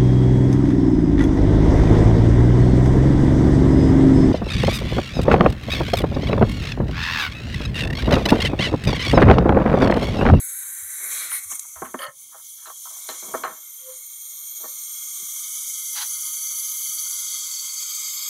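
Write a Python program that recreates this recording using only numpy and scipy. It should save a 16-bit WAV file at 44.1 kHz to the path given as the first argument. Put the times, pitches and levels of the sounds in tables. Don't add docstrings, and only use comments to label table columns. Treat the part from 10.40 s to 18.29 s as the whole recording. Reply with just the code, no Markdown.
import sys
import numpy as np
from scipy import signal
from scipy.fft import rfft, irfft
from scipy.io import wavfile
from scipy.ndimage import uniform_filter1d, map_coordinates

SR = 44100
rng = np.random.default_rng(int(sys.argv[2]) if len(sys.argv) > 2 else 0)


def wav_record(signal):
    frames = np.transpose(np.atleast_2d(signal))
    bounded = np.clip(frames, -1, 1)
    quanta = np.round(bounded * 32767).astype(np.int16)
    wavfile.write(sys.argv[1], SR, quanta)


N = 347938


def undb(db):
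    return 10 ** (np.asarray(db) / 20)


def over_time(t, table, column=1):
    columns = np.transpose(table)
    return np.interp(t, columns[0], columns[column])


def along(table, hz):
    f, db = np.transpose(table)
    return np.interp(np.log(hz + 1), np.log(f), db)


def ring(modes, hz, steep):
    return sum(undb(2 * db) / (1 + (2 * (hz - f) / width) ** 2) ** steep for f, width, db in modes)


def shaped(x, gain):
    return irfft(rfft(x) * gain, len(x))


def patches(shape, bins, frames):
    field = rng.standard_normal(shape)
    for _ in range(2):
        field = uniform_filter1d(field, size=bins, axis=0)
        field = uniform_filter1d(field, size=frames, axis=1)
    return field / field.std()


def fading(t, t60, hold=0):
    return 1000. ** (-np.maximum(t - hold, 0) / t60)


def add(out, s, sound):
    i = int(s * SR)
    out[i:i + len(sound)] += sound[:N - i]


def struck(modes, force, lo_hz, hi_hz):
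    hz = np.fft.rfftfreq(len(force), 1 / SR) + 1
    body = 0
    for k, (f, width, db) in enumerate(modes):
        sign = (-1) ** k
        body = body + sign * undb(db) / (1 + 1j * (hz / f - f / hz) * f / width)
    for ratio in (hz / hi_hz, -lo_hz / hz):
        body = body / (1 + 1.4j * ratio - ratio ** 2) ** 3
    return shaped(force, body / np.sqrt(np.mean(abs(body) ** 2)))


def side_share(pan_db):
    return (undb(pan_db) - 1) / (undb(pan_db) + 1)


# (f/Hz, width/Hz, level/dB)
COUPLING = [(1120, 56, -9), (1578, 120, 7.5), (1900, 360, 3), (2256, 124, 3), (3340, 230, -10.5),
            (3965, 310, -0.5), (6310, 230, -1.5), (6940, 24, 0.5), (7520, 430, 0), (9200, 3000, -7.5),
            (10330, 320, -1.5), (11430, 590, -4.5), (12930, 99, -2), (15200, 320, -13.5)]
ASIDE = [(1177, 110, -20.5), (2175, 120, -14.5), (3256, 34, -4.5), (3682, 14, -2), (4143, 29, -6.5),
         (6240, 30, -9), (6700, 33, -1), (7160, 50, -14), (5340, 180, -12.5), (7500, 80, -14),
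         (8760, 310, -4.5), (9210, 83, 8.5), (9544, 196, 4.5), (10500, 180, -19), (10300, 29, -10),
         (11340, 89, -2.5), (12200, 66, -15.5), (12630, 690, -4.5), (13600, 110, 0), (14550, 67, -0.5)]
FACING = [(1057, 72, -20), (1235, 31.4, -8.5), (1444, 63, -19), (2110, 22.3, -5.5), (2244, 94, -15.5),
          (3082, 24, -3.5), (3287, 49, -8), (3420, 70, -16.5), (4534, 23, 1.5), (4860, 30, -10),
          (5200, 54, -11.5), (5740, 49, -4), (5927, 71, 0), (6190, 180, -3.5), (6240, 62, -13.5),
          (6420, 49, 3), (7096, 130, -5), (6650, 62, -1.5), (7420, 88, -9), (7910, 120, -8),
          (8670, 240, -9.5), (9480, 210, -16), (9830, 280, 0), (10033, 245, 3.5), (10560, 85, -13.5),
          (11040, 280, -7), (12860, 240, -9.5), (13180, 370, -11), (14000, 150, -12.5)]
COVERED = [(1087, 41, -23), (1235, 48, -21.5), (2140, 32, -12), (2350, 360, -26), (3090, 22, -12),
           (3270, 13, -7.5), (3750, 80, -13.5), (4526, 28, 4.5), (4846, 77, -8), (4930, 60, -10),
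           (5190, 70, -8.5), (6040, 120, -7.5), (6280, 69, -6.5), (6540, 130, 1), (7180, 128, -5),
           (7590, 250, -7.5), (8000, 260, -9), (9140, 270, -8.5), (9880, 270, -7), (9930, 110, -2.5),
           (12860, 310, -13), (14200, 240, -23)]
# (t/s, place)
PLACE = [(0, 0), (.55, 0.3), (1.0, 0.5), (1.3, 1.5), (2.5, 1.36), (4.0, 1), (5.6, 2), (6.65, 2),
         (7.15, 2.5), (7.9, 3)]
# (f/Hz, level/dB)
BED = [(290, -73.5), (500, -79), (1260, -23), (1470, -15), (1680, -88.5), (2170, -19), (2810, -25),
       (2980, -18), (3300, -9), (5220, -16.5), (6390, -2), (8650, -9.5), (11700, -1.5), (13100, -7),
       (15600, -9.5)]
WANDER = [0.017, .004, 0.00078, 0.0023]
EDGES_HZ = [0, 2700, 5450, 8400, 22050]
# (f/Hz, side minus mid level/dB)
WIDE = [(500, -40), (2000, -88), (4000, -45), (5500, -21), (10200, -16.5), (10700, -18.5), (15500, -71)]
WINDOW, OVERLAP = 1024, 768
TREBLE_HZ = 11000


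def hiss():
    hz, t, mid = signal.stft(rng.standard_normal(N), SR, nperseg=WINDOW, noverlap=OVERLAP)
    side = signal.stft(rng.standard_normal(N), SR, nperseg=WINDOW, noverlap=OVERLAP)[2]
    bed = undb(2 * (along(BED, hz) - 12.5))
    colours = np.array([ring(modes, hz, 1.56) + bed for modes in (COUPLING, ASIDE, FACING, COVERED)])
    colours = colours / (1 + (500 / (hz + 1)) ** 4)

    place = over_time(t, PLACE)
    share = np.clip(1 - abs(place - np.arange(len(colours))[:, None]), 0, 1)
    power = undb(2 * (10 * np.log10(colours.T) @ share))
    drift = 1 + (WANDER @ share) * patches(mid.shape, 90, 70)
    row, column = np.indices(mid.shape)
    power = map_coordinates(power, [row * drift, column], order=1, mode="nearest")

    swelling_db = 1.8 * patches(mid.shape, 3, 35)
    flutter_db = 1.04 * patches(mid.shape, 90, 3)
    power = power * dips(hz, t) ** 2 * undb(2 * (swelling_db + flutter_db))

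    gain = np.zeros(mid.shape)
    for lo, hi, level in zip(EDGES_HZ, EDGES_HZ[1:], band_levels(t, share)):
        band = (hz >= lo) & (hz < hi)
        total = uniform_filter1d(power[band].sum(axis=0), size=40) / len(hz)
        gain[band] = np.sqrt(power[band] / total) * level
    gain[hz > TREBLE_HZ] *= treble(t)
    side_gain = gain * undb(along(WIDE, hz))[:, None]
    return [signal.istft(z, SR, nperseg=WINDOW, noverlap=OVERLAP)[1][:N]
            for z in (mid * gain, side * side_gain)]


# (t/s, level/dB)
FLOW = [(0, -30), (.46, -33.5), (.6, -31.5), (1.05, -37.5), (1.3, -38.5), (1.55, -44), (1.72, -52),
        (1.8, -43), (1.96, -45.5), (2.1, -40.5), (2.26, -42.5), (2.45, -37), (2.97, -36.5), (3.07, -43),
        (3.9, -37.5), (4.5, -32.5), (5.1, -29.5), (5.48, -28.5), (5.7, -27.5), (6.7, -26.5), (7.2, -29.5),
        (7.89, -29.5)]
# (cavity level/dB, neck level/dB, whistle level/dB, jet level/dB)
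BALANCES = [(-16, -24.5, -8, -0.5), (-21, -15, -3.5, -0.5), (-21, -14, -4, -2), (-16, -6.5, -0.5, -5.5)]
# (t/s, cavity level/dB, neck level/dB, level/dB above TREBLE_HZ)
TINT = [(0, -3, -1, 0.5), (1.0, 7.5, 0, -0.5), (1.3, 1, -8.5, 0), (1.75, -2, -0.5, 0.5),
        (2.05, -3.5, 1, 3.5), (2.35, -7, 1, 0.5), (2.8, 5, 2, -1.5), (3.3, 1.5, 0.5, 4),
        (4.0, -2.5, 0, 1.5), (5.0, -1, -1, -3), (6.2, -1.5, -0.5, -1.5), (7.0, -1.5, 2, -3.5),
        (7.89, -0.5, 0.5, 4)]
# (t/s of the top, jet level/dB, rise/s, fall/s, whistle level/dB, neck level/dB, cavity level/dB)
PUFFS = [(.65, -32, 0.027, 0.079, -10.5, -31, -9), (0.73, -29, 0.046, 0.064, -4.5, -15, -12.5),
         (.8, -32.5, 0.05, 0.1, -4.5, -6, -5), (0.945, -25, 0.041, 0.048, -20, -17, -11.5),
         (1.04, -33.5, 0.013, 0.011, -10, -31, -24), (1.125, -31, 0.025, 0.02, 1, -22, -10.5),
         (1.157, -31.5, .018, 0.0084, -4, -25, -13), (1.63, -37.5, 0.039, 0.027, -25.5, -11, -7.5),
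         (2.8, -51, 0.23, .12, 8.5, -11, -19)]


def band_levels(t, share):
    tint = np.array([over_time(t, TINT, 1), over_time(t, TINT, 2), 0 * t, 0 * t])
    power = undb(2 * (over_time(t, FLOW) + np.transpose(BALANCES) @ share + tint))
    for s, db, rise, fall, whistle_db, neck_db, cavity_db in PUFFS:
        swell = np.exp(-((t - s) / np.where(t < s, rise, fall)) ** 2)
        bands_db = db + np.array([[cavity_db], [neck_db], [whistle_db], [0]])
        power = power + undb(2 * bands_db) * swell ** 2
    return np.sqrt(power)


def treble(t):
    return undb(over_time(t, TINT, 3))


# (start t/s, end t/s, start f/Hz, end f/Hz, depth/dB)
DIPS = [(-0.1, 1.1, 6000, 4800, 13), (-.3, 1.1, 13800, 13700, 10), (1.4, 3.1, 10550, 10600, 9),
        (1.9, 4.8, 8610, 7700, 16.5), (1.9, 2.4, 12900, 14000, 18), (1.7, 4.2, 11950, 11800, 7),
        (3.5, 7.8, 2730, 2840, 15), (3.5, 6.8, 2440, 2470, 9), (1.7, 8.4, 1660, 1500, 3.5),
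        (2.5, 4.6, 10600, 10300, 23.5), (4.0, 4.73, 9660, 9800, 15), (4.5, 6.1, 4700, 4380, 3.5),
        (7.5, 8.4, 4540, 4550, 9.5), (4.5, 8.4, 9920, 9880, 18), (6, 7.25, 14900, 14000, 15),
        (7, 14, 15300, 15300, 22), (5.5, 6.7, 11530, 11160, 13.5), (5.5, 7.37, 5100, 5700, 6),
        (1.0, 2.2, 5300, 5350, 10.5), (3.0, 4.9, 5250, 5250, 13), (7, 9.2, 11750, 12200, 19.5),
        (7.101, 8.4, 10960, 11300, 15), (6, 8.2, 8730, 9050, 11)]
DIP_WIDTH_HZ, DIP_FADE_S = 410, 0.78


def dips(hz, t):
    gain = 1
    for start, end, from_hz, to_hz, depth_db in DIPS:
        centre = np.interp(t, [start, end], [from_hz, to_hz])
        width = min(DIP_WIDTH_HZ, 0.042 * to_hz)
        near = 1 / (1 + (2 * (hz[:, None] - centre) / width) ** 2)
        fade = np.clip(.5 + np.minimum(t - start, end - t) / DIP_FADE_S, 0, 1)
        gain = gain * undb(-near * fade * depth_db)
    return gain


def fine_ripple(depth_db):
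    field = rng.standard_normal(N // 2 + 1)
    for _ in range(2):
        field = uniform_filter1d(field, size=150)
    return undb(depth_db * field / field.std())


# (t/s, level/dB, length/s)
SPITS = [(1.194, -23.5, 0.002)]


def spit():
    out, t = np.zeros(N), np.arange(SR // 20) / SR
    hz = np.fft.rfftfreq(len(t), 1 / SR)
    colour = np.sqrt(ring(COUPLING, hz, 1.1))
    colour = colour / (1 + (6500 / (hz + 1)) ** 3) / (1 + (hz / 11500) ** 12)
    for s, db, length in SPITS:
        jet = shaped(rng.standard_normal(len(t)), colour)
        envelope = np.minimum(t / 0.00074, 1) * fading(t, 0.021, length)
        add(out, s, undb(db) * jet / jet.std() * envelope)
    return out


# (f/Hz, width/Hz, level/dB)
FRAME = [(156, 117, 3), (256, 29, 5.5), (346, 59, 0.5), (514, 37, 0.5), (636.5, 31, 2), (808, 51, -1),
         (946, 45, 1.5), (1072, 45, 4.5), (1144, 45, 4.5), (1307, 69, 5), (1580, 175, 0), (1806, 36, 5),
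         (2100, 250, -1.5), (3100, 340, 0), (4130, 225, 7), (4300, 300, -6.5), (5100, 460, -7.5)]
# (t/s, peak level/dB, lowest f/Hz, highest f/Hz,
# t60/s of the chatter, contact/s, tail level/dB, left minus right level/dB)
KNOCKS = [(0.914, -24.5, 804, 2730, 0.047, 0.016, -26, -6),
          (1.112, -33.5, 730, 1490, 0.036, 0.0053, -16, 0),
          (1.123, -31.5, 200, 4400, 0.023, 0.002, -30, -4), (1.248, -44.5, 700, 1400, .045, 0.0056, -25, 0),
          (1.358, -36, 543, 1870, 0.059, 0.0057, -6, -3),
          (1.4195, -18.5, 165, 1660, 0.094, 0.002, -19.5, -4),
          (1.5419, -16.5, 189, 1620, 0.053, 0.002, -25, -2),
          (1.944, -37.5, 448, 1310, 0.071, 0.0068, -23, 2), (1.995, -47, 900, 1460, .05, .006, -22, 4),
          (2.255, -34, 950, 1450, 0.082, 0.0044, -12.5, -9), (2.271, -34, 480, 1420, 0.097, 0.01, -35, -1),
          (2.298, -29, 600, 1340, 0.081, 0.0025, -36, -3), (2.454, -35.5, 830, 1090, 0.095, 0.01, -14, -3),
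          (2.508, -51, 650, 1200, 0.04, 0.0035, -20, -1),
          (2.688, -23.5, 283, 2330, 0.049, 0.0074, -12.5, 1),
          (2.69, -23.5, 2870, 4470, 0.062, 0.0092, -18, -2), (3.037, -29, 3830, 4500, .04, 0.0053, -18, 0),
          (2.823, -35.5, 230, 1390, 0.12, 0.0086, -18, -6),
          (2.938, -15.5, 272, 1800, 0.045, 0.0065, -18.5, 0), (2.9452, -14, 230, 1500, 0.05, 0.002, -25, 0),
          (3.036, -15, 387, 2000, 0.075, 0.006, -13, 0), (3.049, -18.5, 395, 1930, 0.16, 0.004, -16.5, -4),
          (4.239, -29, 252, 1810, 0.11, 0.012, -31, 2), (4.823, -48, 99, 490, 0.032, 0.0033, -20, 3),
          (6.484, -54, 156, 400, 0.042, 0.0024, -19, 1)]
CLICKS_PER_S, CHATTER_DB = 450, 3.5
STRIKE_SPREAD_DB = 2.5


def knocks():
    out, t = np.zeros((2, N)), np.arange(2 ** 14) / SR
    for s, db, lo, hi, t60, contact, tail_db, pan_db in KNOCKS:
        chatter, walls, bounce = rng.standard_normal((3, len(t)))
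        bounce = np.repeat(bounce[:len(t) // 128], 128)
        clicks = (rng.random(len(t)) < CLICKS_PER_S / SR) * np.sqrt(SR / CLICKS_PER_S)
        force = chatter * (clicks + undb(-1.0)) * undb(CHATTER_DB * bounce) * fading(t, t60, contact)
        force[0] = undb(32.0)
        uneven = np.outer(rng.standard_normal(len(FRAME)), [0, 0, STRIKE_SPREAD_DB])
        hit = struck(np.array(FRAME) + uneven, force, lo, hi)
        tail = struck(FRAME, walls * np.minimum(t / 0.01, 1) * fading(t, 0.28), lo, hi)
        sound = undb(db) * (hit / abs(hit).max() + undb(tail_db) * tail)
        add(out[0], s, sound)
        add(out[1], s, uniform_filter1d(sound, size=48) * side_share(pan_db))
    return out


# (f/Hz, width/Hz, level/dB)
TOOL = [(552, 41, 3.5), (1067, 26, 0.5), (1280, 68, -1), (1816, 47, 2.5), (2140, 68, -9), (3020, 165, -3),
        (3200, 170, -3.5), (4280, 45, -8.5), (4620, 97, -9.5)]
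# (t/s, level/dB)
BOUNCES = [(1.589, -27.5), (1.618, -25), (1.638, -26.5), (1.664, -27.5)]


def rattle():
    out, t = np.zeros(N), np.arange(2 ** 13) / SR
    for s, db in BOUNCES:
        burst, buzz = rng.standard_normal((2, len(t)))
        burst[0] = buzz[0] = undb(17.0)
        bright = struck(TOOL, burst * fading(t, 0.015, .004), 2600, 5200)
        dull = struck(TOOL, buzz * fading(t, 0.1, .016), 450, 2400)
        add(out, s, undb(db) * (undb(-9.5) * bright + undb(-7.0) * dull))
    return out


# (t/s, length/s, level/dB, lowest f/Hz, highest f/Hz, roughness/dB, rise/s)
SCRAPES = [(0.58, 0.28, -57.5, 278, 1270, 0.5, 0.024), (1.446, 0.012, -38.5, 694, 2250, 4.5, 0.0024),
           (1.909, 0.066, -52, 850, 1450, 3, 0.018), (2.468, 0.24, -58.5, 593, 1430, 5, .006),
           (2.826, 0.23, -48.5, 189, 1300, 5.5, 0.0049), (3.06, 0.058, -55, 148, 600, 1, .006),
           (3.433, 0.096, -60.5, 920, 1600, -1, 0.049), (4.174, 0.093, -52, 297, 1440, 3, 0.05),
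           (2.167, 0.14, -59.5, 900, 1910, 3, .03), (2.254, 0.019, -49, 2720, 4480, -0.5, .005)]
# (f/Hz, width/Hz, level/dB)
SOLE = [(880, 300, -0.5), (1530, 520, -3), (2100, 380, -4), (3140, 360, -2), (4100, 380, 1.5),
        (4600, 300, 2.5), (5200, 540, -2)]
# (t/s, length/s, level/dB, lowest f/Hz, highest f/Hz, roughness/dB, rise/s)
SCUFFS = [(5.545, .085, -33.5, 693, 5960, 2.4, 0.019)]


def scrapes(table, modes):
    out, t = np.zeros(N), np.arange(2 ** 15) / SR
    for s, length, db, lo, hi, rough_db, rise in table:
        grains = uniform_filter1d(np.repeat(rng.standard_normal(len(t) // 256), 256), size=120)
        drag = np.minimum(t / rise, 1) * fading(t, 0.13, length)
        force = rng.standard_normal(len(t)) * drag * undb(rough_db * np.tanh(grains))
        add(out, s, undb(db) * struck(modes, force, lo, hi))
    return out


# (t/s, level/dB, f/Hz, t60/s)
THUMPS = [(0.423, -50.5, 85, 0.21), (1.056, -52, 88, 0.28), (1.364, -48.5, 77.5, 0.44),
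          (1.682, -42.5, 142, 0.066), (2.689, -61.5, 108, 0.25), (2.931, -47, 140, 0.16)]
THUMP_PAN_DB = 2


def thumps():
    out, t = np.zeros(N), np.arange(SR // 2) / SR
    for s, db, hz, t60 in THUMPS:
        push = 1 - np.exp(-t / 0.0032)
        add(out, s, undb(db) * push * fading(t, t60) * np.sin(2 * np.pi * hz * t))
    return out


# (t/s of the top, level/dB, f/Hz, rise/s, fall/s)
HOOTS = [(3.496, -37, 516, 0.027, 0.029), (4.29, -55.5, 540, .02, 0.029), (4.81, -56, 380, 0.021, 0.025)]


def hoots():
    t, out = np.arange(N) / SR, 0
    for s, db, hz, rise, fall in HOOTS:
        swell = np.exp(-abs(t - s) / np.where(t < s, rise, fall))
        swell = uniform_filter1d(swell, size=600)
        turn = 2 * np.pi * hz * t
        out = out + undb(db) * swell * (np.sin(turn) + undb(-20.0) * np.sin(2 * turn))
    return out


# (f/Hz, level/dB)
GARAGE = [(18, -53), (30, -12.5), (118, -1), (199, -5.5), (284, -9), (383, -7), (707, -14.5), (900, -3.5),
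          (1170, -6), (1980, -120)]
GARAGE_DB = -74


def garage():
    gain = undb(along(GARAGE, np.fft.rfftfreq(N, 1 / SR)))
    mid, side = (shaped(rng.standard_normal(N), gain) for _ in range(2))
    return undb(GARAGE_DB) / mid.std() * np.array([mid, undb(-21.5) * side])


# (t/s, left minus right level/dB of the mid sound)
LEAN = [(0, .2), (1.05, 0), (2, -1.4), (2.9, -.3), (3.5, -1), (7.89, -.45)]


def scene():
    air, air_side = hiss()
    room, room_side = garage()
    ripple = fine_ripple(1.3)
    ripple = ripple / np.sqrt(np.mean(ripple ** 2))
    blows, blows_side = knocks()
    bumps = thumps()
    hits = blows + scrapes(SCRAPES, FRAME) + scrapes(SCUFFS, SOLE) + rattle() + bumps + hoots()

    near_walls = rng.standard_normal(size=600) * fading(np.arange(600) / SR, 0.011)
    echo = signal.fftconvolve(hits, near_walls / np.sqrt(np.sum(near_walls ** 2)))[:N]

    mid = shaped(air, ripple) + room + hits + spit()
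    side = air_side + room_side + undb(-25.5) * echo + blows_side + side_share(THUMP_PAN_DB) * bumps
    lean_db = over_time(np.arange(N) / SR, LEAN) / 2
    return np.array([mid * undb(lean_db) + side, mid * undb(-lean_db) - side])


TOP_HZ = 15680


def record(dry):
    return signal.sosfilt(signal.ellip(16, .3, 85, TOP_HZ, fs=SR, output="sos"), dry)


dry = scene()
out = record(dry)
wav_record(out)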